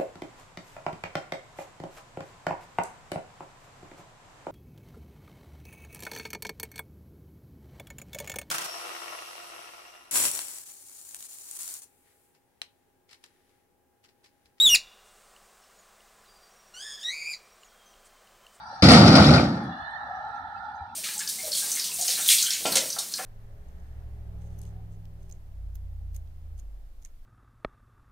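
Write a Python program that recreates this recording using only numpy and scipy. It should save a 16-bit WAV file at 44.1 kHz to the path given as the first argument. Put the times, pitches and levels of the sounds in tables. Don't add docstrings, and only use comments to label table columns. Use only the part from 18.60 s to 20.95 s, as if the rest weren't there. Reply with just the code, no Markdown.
import sys
import numpy as np
from scipy import signal
from scipy.fft import rfft, irfft, next_fast_len
from scipy.io import wavfile
from scipy.ndimage import uniform_filter1d, minimum_filter1d, map_coordinates

SR = 44100
rng = np.random.default_rng(int(sys.argv[2]) if len(sys.argv) > 2 else 0)


def to_wav(s):
    ch = np.atleast_2d(s).T
    pcm = np.round(np.clip(ch, -1, 1) * 32767)
    wavfile.write(sys.argv[1], SR, pcm.astype(np.int16))


N = 103635
TIME_S = np.arange(N) / SR


def amp(db):
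    return 10 ** (np.asarray(db) / 20)


def unit(x):
    return x / np.sqrt(np.mean(x ** 2) + 1e-20)


def noise(channels=2):
    return rng.standard_normal((channels, N))


def along(points, f):
    freq_hz, values = np.transpose(points)
    return np.interp(np.log(f + 1), np.log(freq_hz + 1), values)


def curves(rows):
    time_s, *columns = np.transpose(rows)
    return [np.interp(TIME_S, time_s, column) for column in columns]


def wobble(rate_hz):
    knots = rng.standard_normal(int(N * rate_hz / SR) + 4)
    return map_coordinates(knots, [TIME_S * rate_hz])


def knock(start_s, rise_s):
    age = np.maximum(TIME_S - start_s, 0) / rise_s
    return age * np.exp(1 - age)


def filtered(x, response):
    size = next_fast_len(N + SR // 2)
    return irfft(rfft(x, size) * response(np.fft.rfftfreq(size, 1 / SR)), size)[..., :N]


def hump(centre_hz, width_hz):
    return lambda f: 1 / (1 + np.abs(2 * (f - centre_hz) / width_hz) ** 3)


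def ringing(modes, f):
    return 1 + sum(gain * 1j * f * width / (hz * hz - f * f + 1j * f * width) for hz, width, gain in modes)


def narrow_noise(pitch_hz, width_ratio, channels):
    return unit(filtered(noise(channels), lambda f: 1 / (1 + (2 * (f / pitch_hz - 1) / width_ratio) ** 2)))


def bent(pair, pitch_ratio):
    position = np.cumsum(pitch_ratio)
    return np.array([map_coordinates(side, [position], mode="mirror") for side in pair])


def placed(pair, gain, balance_db, lead_rad, coherence):
    def read(control, f):
        return np.full_like(f, control) if np.isscalar(control) else along(control, f)

    def mid_side(f):
        angle = np.arccos(np.clip(read(coherence, f), 0, 1)) / 2
        return gain(f) * np.array([np.cos(angle), np.sin(angle)])

    def left_right(f):
        half = np.array([[.5], [-.5]])
        pan = amp(half * read(balance_db, f))
        return pan / np.hypot(*pan) * np.exp(1j * half * read(lead_rad, f))

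    mid, side = filtered(pair, mid_side)
    return unit(filtered(np.array([mid + side, mid - side]), left_right))


def patchy(pair, depth_db):
    spectra = signal.stft(pair, nperseg=1024)[2]
    field = rng.standard_normal(spectra.shape[1:])
    field = uniform_filter1d(field, size=4, axis=0)
    field = uniform_filter1d(field, size=6, axis=1)
    return signal.istft(spectra * amp(depth_db * unit(field)), nperseg=1024)[1][:, :N]


# freq_hz, density_db
ENGINE_SPECTRUM = [(25, -23), (50, -2), (75, 5.5), (105, 0.5), (170, -3.5), (270, -4), (380, -22.5),
                   (550, -31), (1000, -49)]


def engine_rumble():
    rumble = placed(noise(), lambda f: amp(along(ENGINE_SPECTRUM, f)),
                    balance_db=1.5, lead_rad=0, coherence=.97)
    return amp(-57.5 + 1.3 * wobble(rate_hz=9.76)) * rumble


# time_s, body_db, hiss_db, top_db
ROAD_LEVELS = [(0, -49.5, -60, -58.5), (0.15, -49.5, -63.5, -56), (1.03, -43, -61, -57.5),
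               (1.15, -42, -65, -64.5), (1.34, -45.5, -62.5, -65.5), (1.45, -43.5, -64, -68),
               (1.65, -48.5, -60.5, -65.5), (1.85, -56, -63, -73.5), (2.05, -60, -63, -69),
               (2.35, -67.5, -67, -69)]
# freq_hz, density_db
BODY_SPECTRUM = [(330, -17), (480, -16), (600, -0.5), (700, 10), (950, 7.5), (1200, 9.5), (1450, 6),
                 (1700, 6), (1900, 0.5), (2100, -35), (3000, -58)]
HISS_SPECTRUM = [(1500, -13), (2300, 0), (2600, -6), (2900, -4.5), (3250, -4), (3650, 4), (4100, -0.5),
                 (4450, -25.5), (5100, -12), (7000, -28.5)]
TOP_SPECTRUM = [(3000, -20.5), (4200, 2), (4750, 6.5), (5150, -7.5), (5600, 5), (6100, -8.5), (6500, -19),
                (7200, -29.5), (8300, -20), (8900, -15), (9700, -35.5), (11500, -35.5), (14000, -43)]
# freq_hz, width_hz, gain
HISS_MODES = [(3530, 45, 1.1), (4027, 50, 2.8), (4460, 53, 1.4), (5300, 25, 0.6), (6350, 70, 2.2),
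              (8810, 140, 3.2)]
# freq_hz, left_minus_right_db
ROAD_BALANCE = [(500, -6), (900, 19), (1150, 2.5), (1800, 10.5), (2500, 3.5), (4000, 1), (6000, 14),
                (8800, -18), (11000, -23)]


def road_wash():
    def hiss(spectrum):
        glints = patchy(noise(), depth_db=4)
        return placed(glints, lambda f: amp(along(spectrum, f)) * ringing(HISS_MODES, f),
                      ROAD_BALANCE, lead_rad=0, coherence=.1)

    body_db, hiss_db, top_db = curves(ROAD_LEVELS)
    body = placed(noise(), lambda f: amp(along(BODY_SPECTRUM, f)), ROAD_BALANCE,
                  lead_rad=[(400, 4.5), (800, -1.8), (1100, 3.5), (1500, -3.0), (1800, 4.5)],
                  coherence=[(750, 1.0), (1100, 0.34)])
    top_db += 1.5 * wobble(rate_hz=6.1)
    return amp(body_db) * body + amp(hiss_db) * hiss(HISS_SPECTRUM) + amp(top_db) * hiss(TOP_SPECTRUM)


# centre_hz, width_hz, gain_db, left_minus_right_db, left_lead_rad, coherence
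WHIRR_BANDS = [(820.3, 171, 1.5, 0.5, 0.39, 0.88), (1348, 186, -1.5, -11.5, 1.2, 0.54),
               (1743, 210, -3, -12.5, 2.2, 0.52)]
# time_s, low_db, middle_db, high_db
WHIRR_LEVELS = [(0, -51, -51, -64), (0.095, -42, -46.5, -56), (0.2, -44.5, -49, -49.5),
                (1.05, -42, -47, -45.5), (1.3, -45.5, -47.5, -36.5), (1.5, -40, -43.5, -39.5),
                (1.66, -37, -43, -44.5), (1.76, -42, -38.5, -45), (1.88, -42, -43.5, -45),
                (2.05, -41.5, -38, -49), (2.24, -42, -47.5, -49.5), (2.35, -47.5, -49, -66)]
# time_s, pitch_ratio
WHIRR_WAVER = [(0, 1.073), (0.2, 0.99), (1.05, 0.99), (1.15, 0.93), (1.26, 1.02), (1.4, 1.006),
               (1.57, 0.94), (1.72, 1.0), (2.05, 1.015), (2.26, 1.02), (2.35, 1.035)]
WAVER_EXPONENTS = [0.98, 0.66, 0.2]


def machine_whirr():
    out = np.zeros((2, N))
    pitch_ratio, = curves(WHIRR_WAVER)
    for level_db, exponent, row in zip(curves(WHIRR_LEVELS), WAVER_EXPONENTS, WHIRR_BANDS):
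        centre_hz, width_hz, gain_db, *image = row
        band = placed(noise(), hump(centre_hz, width_hz), *image)
        out += amp(level_db + gain_db) * bent(band, pitch_ratio ** exponent)
    return out


# start_s, level_db, pitch_hz
MACHINE_GROANS = [(0.11, -54, 540), (1.465, -53, 577.5), (1.661, -58.5, 470), (1.81, -59.5, 291)]


def machine_groans():
    return sum(amp(level_db) * knock(start_s, rise_s=0.016)
               * narrow_noise(pitch_hz, width_ratio=0.14, channels=1)
               for start_s, level_db, pitch_hz in MACHINE_GROANS)


# start_s, level_db, pitch_hz
TOOL_CLINKS = [(0.129, -77, 10700), (1.03, -71, 10500), (1.295, -72, 8350), (1.55, -63, 5700),
               (1.755, -71, 6100), (1.955, -64, 2620), (1.968, -62, 4700), (2.15, -66, 6250),
               (2.185, -63, 2350), (2.29, -63, 2680)]


def far_clinks():
    return sum(amp(level_db) * knock(start_s, rise_s=0.009)
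               * narrow_noise(pitch_hz, width_ratio=0.035, channels=2)
               for start_s, level_db, pitch_hz in TOOL_CLINKS)


# freq_hz, gain
STEEL_MODES = [(1857, 1.5), (2315, 0.59), (2466, 0.85), (4676, 1.25), (4845, 0.84), (5348, 1.7),
               (8463, 2.4), (9605, 1)]
# freq_hz, left_minus_right_db
RUBBLE_BALANCE = [(200, -0.5), (330, 2), (440, -7), (650, -1), (870, 7.5), (1000, -3.5), (1120, -12),
                  (1420, 9), (1950, -15), (2300, 4), (2800, 4), (6000, 6.5), (7300, -4.5), (9000, -4),
                  (11000, -9)]
# freq_hz, left_lead_rad
RUBBLE_LEAD = [(300, 0), (700, -.15), (860, -.7), (1060, -2.9), (1150, -6), (1320, -6.8), (1650, -9.4),
               (2300, -12.6), (2600, -14.6), (3900, -15.7), (5300, -17), (6100, -21), (12000, -45)]
# freq_hz, coherence
RUBBLE_COHERENCE = [(100, 1), (280, 1), (400, 0.7), (700, 1), (1400, 0.81), (2600, 0.2), (4600, 0.84),
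                    (7000, 0.059), (13000, 0.11)]
STEEL_WIDTH_HZ, LEVELLING_S = 12.3, 0.0271


def stones(spectrum, rate_hz, spread_db, smear):
    contacts = rng.random((2, N)) < rate_hz / SR
    hits = contacts * np.sign(noise()) * amp(spread_db * noise())
    scattered = unit(hits) + smear * noise()
    steel = [(freq_hz, STEEL_WIDTH_HZ, gain) for freq_hz, gain in STEEL_MODES]
    stream = placed(scattered, lambda f: amp(along(spectrum, f)) * ringing(steel, f),
                    RUBBLE_BALANCE, RUBBLE_LEAD, RUBBLE_COHERENCE)
    power = uniform_filter1d(np.mean(stream ** 2, axis=0), size=int(LEVELLING_S * SR))
    return unit(stream / np.sqrt(np.abs(power) + 0.2))


# time_s, boom_db, clatter_db
FALL_LEVELS = [(0.226, -11, -20.5), (0.27, -10.5, -19), (0.33, -8, -12.5), (0.37, -10.5, -15.5),
               (0.52, -11.5, -19.5), (0.59, -13.5, -14), (0.618, -11, -17.5), (0.654, -16, -22),
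               (0.69, -9.5, -20), (0.765, -16.5, -19), (0.86, -21.5, -29.5), (0.925, -25.5, -36),
               (1.0, -32.5, -39), (1.09, -33.5, -51)]
# start_s, level_db, rise_s, t60_s
STONE_SURGES = [(0.221, -17.5, 0.0015, 0.26), (0.237, -19.5, 0.0031, 0.54), (0.283, -13.5, 0.0054, 0.78),
                (0.308, -12.5, 0.014, 0.27), (0.473, -23.5, 0.0034, 0.24), (0.549, -17.5, 0.008, 0.42),
                (0.732, -26.5, 0.0051, 0.54)]
# freq_hz, density_db
BOOM_SPECTRUM = [(25, -38), (52, -35.5), (75, -11), (100, -12.5), (135, -4.5), (180, -3.5), (255, -4),
                 (320, -10.5), (400, -21.5), (700, -43), (2000, -91.5)]
CLATTER_SPECTRUM = [(200, -30), (380, -5), (480, 6), (570, 7), (760, 6.5), (900, 1.5), (1050, 0), (1250, 2),
                    (1450, 4.5), (1700, -8), (2100, -10), (2700, -28.5), (4000, -32), (9000, -67.5)]
GRIT_SPECTRUM = [(800, -31), (1500, -4.5), (2000, 0.5), (2700, -2.5), (3200, -3), (3900, 2.5), (4700, 5),
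                 (5300, -0.5), (6000, -8.5), (7200, -16), (9000, -19), (11300, -24.5), (12500, -42),
                 (14400, -44)]
CHIP_SPECTRUM = [(1500, -28), (3800, -3), (6000, 0), (9000, 14), (12000, -10), (14400, -19)]
LANDING_S, FALL_END_S, FALL_FADE_DB_PER_S = 0.2225, 1.09, 174
POUR_DB, POUR_END_S, POUR_FADE_DB_PER_S = -24.5, 0.72, 118
SURGE_CLATTER_DB, CHIP_DB, CHIP_EXPONENT = -6.5, -4.5, 1.93


def rubble_crash():
    def since(time_s):
        return np.maximum(TIME_S - time_s, 0)

    def onset(rise_s, start_s=LANDING_S):
        return np.minimum(since(start_s) / rise_s, 1)

    boom_db, clatter_db = np.array(curves(FALL_LEVELS)) - FALL_FADE_DB_PER_S * since(FALL_END_S)
    surges = [amp(level_db - 60 * since(start_s + rise_s) / t60_s) * onset(rise_s, start_s)
              for start_s, level_db, rise_s, t60_s in STONE_SURGES]
    surge = np.linalg.norm(surges, axis=0)
    pour = amp(POUR_DB - POUR_FADE_DB_PER_S * since(POUR_END_S))
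    clatter_gain = np.hypot(amp(clatter_db), amp(SURGE_CLATTER_DB) * surge)
    grit_gain = np.hypot(pour, surge) * amp(0.634 * wobble(rate_hz=55.1))
    chip_gain = amp(CHIP_DB) * onset(rise_s=0.045) * surge ** CHIP_EXPONENT

    boom = amp(boom_db) * stones(BOOM_SPECTRUM, rate_hz=900, spread_db=0.5, smear=0.6)
    clatter = clatter_gain * stones(CLATTER_SPECTRUM, rate_hz=420, spread_db=-0.5, smear=0.85)
    grit = grit_gain * stones(GRIT_SPECTRUM, rate_hz=1000, spread_db=0.5, smear=1.0)
    chips = chip_gain * stones(CHIP_SPECTRUM, rate_hz=490, spread_db=6, smear=0.59)
    weight = onset(rise_s=0.0055)
    return onset(rise_s=0.0018) * (weight * (boom + clatter) + grit + chips)


# start_s, level_db, pitch_hz
STONE_CRACKS = [(0.222, -20.5, 4830), (0.2857, -18, 5100), (0.4772, -21, 5220), (0.5306, -23.5, 5000),
                (0.5516, -13.5, 4740), (0.6423, -22.5, 3880), (0.6658, -22, 5000), (0.687, -27, 2200),
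                (0.7351, -21.5, 4560), (0.78, -26, 2340)]
CRACK_WIDTH_RATIO, CRACK_RISE_S, CRACK_T60_S = 0.22, 0.001, 0.11


def stone_cracks():
    out = np.zeros((2, N))
    for start_s, level_db, pitch_hz in STONE_CRACKS:
        age_s = np.maximum(TIME_S - start_s, 0)
        ring = placed(noise(), hump(pitch_hz, CRACK_WIDTH_RATIO * pitch_hz),
                      RUBBLE_BALANCE, RUBBLE_LEAD, RUBBLE_COHERENCE)
        out += amp(level_db - 60 * age_s / CRACK_T60_S) * np.minimum(age_s / CRACK_RISE_S, 1) * ring
    return out


def thud(start_s, pitch_hz, rise_s):
    return knock(start_s, rise_s) * np.sin(2 * np.pi * pitch_hz * (TIME_S - start_s))


# start_s, level_db, pitch_hz
HEAVY_LUMPS = [(0.2234, -16.5, 92.5), (0.335, -19, 80), (0.412, -17.5, 91.4), (0.486, -16, 94),
               (0.595, -19, 86), (0.68, -10.5, 162), (0.738, -13, 137)]


def lump_thuds():
    return sum(amp(level_db) * thud(start_s, pitch_hz, rise_s=0.0099)
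               for start_s, level_db, pitch_hz in HEAVY_LUMPS)


# centre_hz, width_hz, level_db
RATTLE_BANDS = [(2910, 200, -63.5), (3590, 140, -54.5), (4070, 220, -58.5)]
RATTLE_PEAK_S, RATTLE_HALF_WIDTH_S = 1.23, 0.12
RATTLE_FLUTTER_DB, RATTLE_WAVER_RATIO = 3, 0.028


def metal_rattle():
    out = np.zeros((2, N))
    for centre_hz, width_hz, level_db in RATTLE_BANDS:
        band = unit(filtered(noise(), hump(centre_hz, width_hz)))
        pitch_ratio = 1 + RATTLE_WAVER_RATIO * wobble(rate_hz=14)
        flutter_db = RATTLE_FLUTTER_DB * wobble(rate_hz=34.92)
        out += amp(level_db + flutter_db) * bent(band, pitch_ratio)
    return out / np.hypot(1, ((TIME_S - RATTLE_PEAK_S) / RATTLE_HALF_WIDTH_S) ** 2)


# start_s, level_db
WORK_THUMPS = [(1.218, -44.5), (1.471, -48.5), (1.83, -45), (2.21, -39)]


def far_thumps():
    return sum(amp(level_db) * thud(start_s, pitch_hz=78, rise_s=0.0085)
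               for start_s, level_db in WORK_THUMPS)


def scene():
    site = engine_rumble() + road_wash() + machine_whirr() + machine_groans() + far_clinks()
    rubble = rubble_crash() + stone_cracks() + lump_thuds()
    return site + rubble + metal_rattle() + far_thumps()


def record(dry):
    ceiling, window_samples, cutoff_hz = .97, int(.002 * SR), 14470
    needed_gain = ceiling / np.maximum(np.abs(dry), ceiling)
    held_gain = minimum_filter1d(needed_gain, size=window_samples)
    gain = uniform_filter1d(held_gain, size=window_samples)
    return filtered(dry * gain, lambda f: f < cutoff_hz)


dry = scene()
out = record(dry)
to_wav(out)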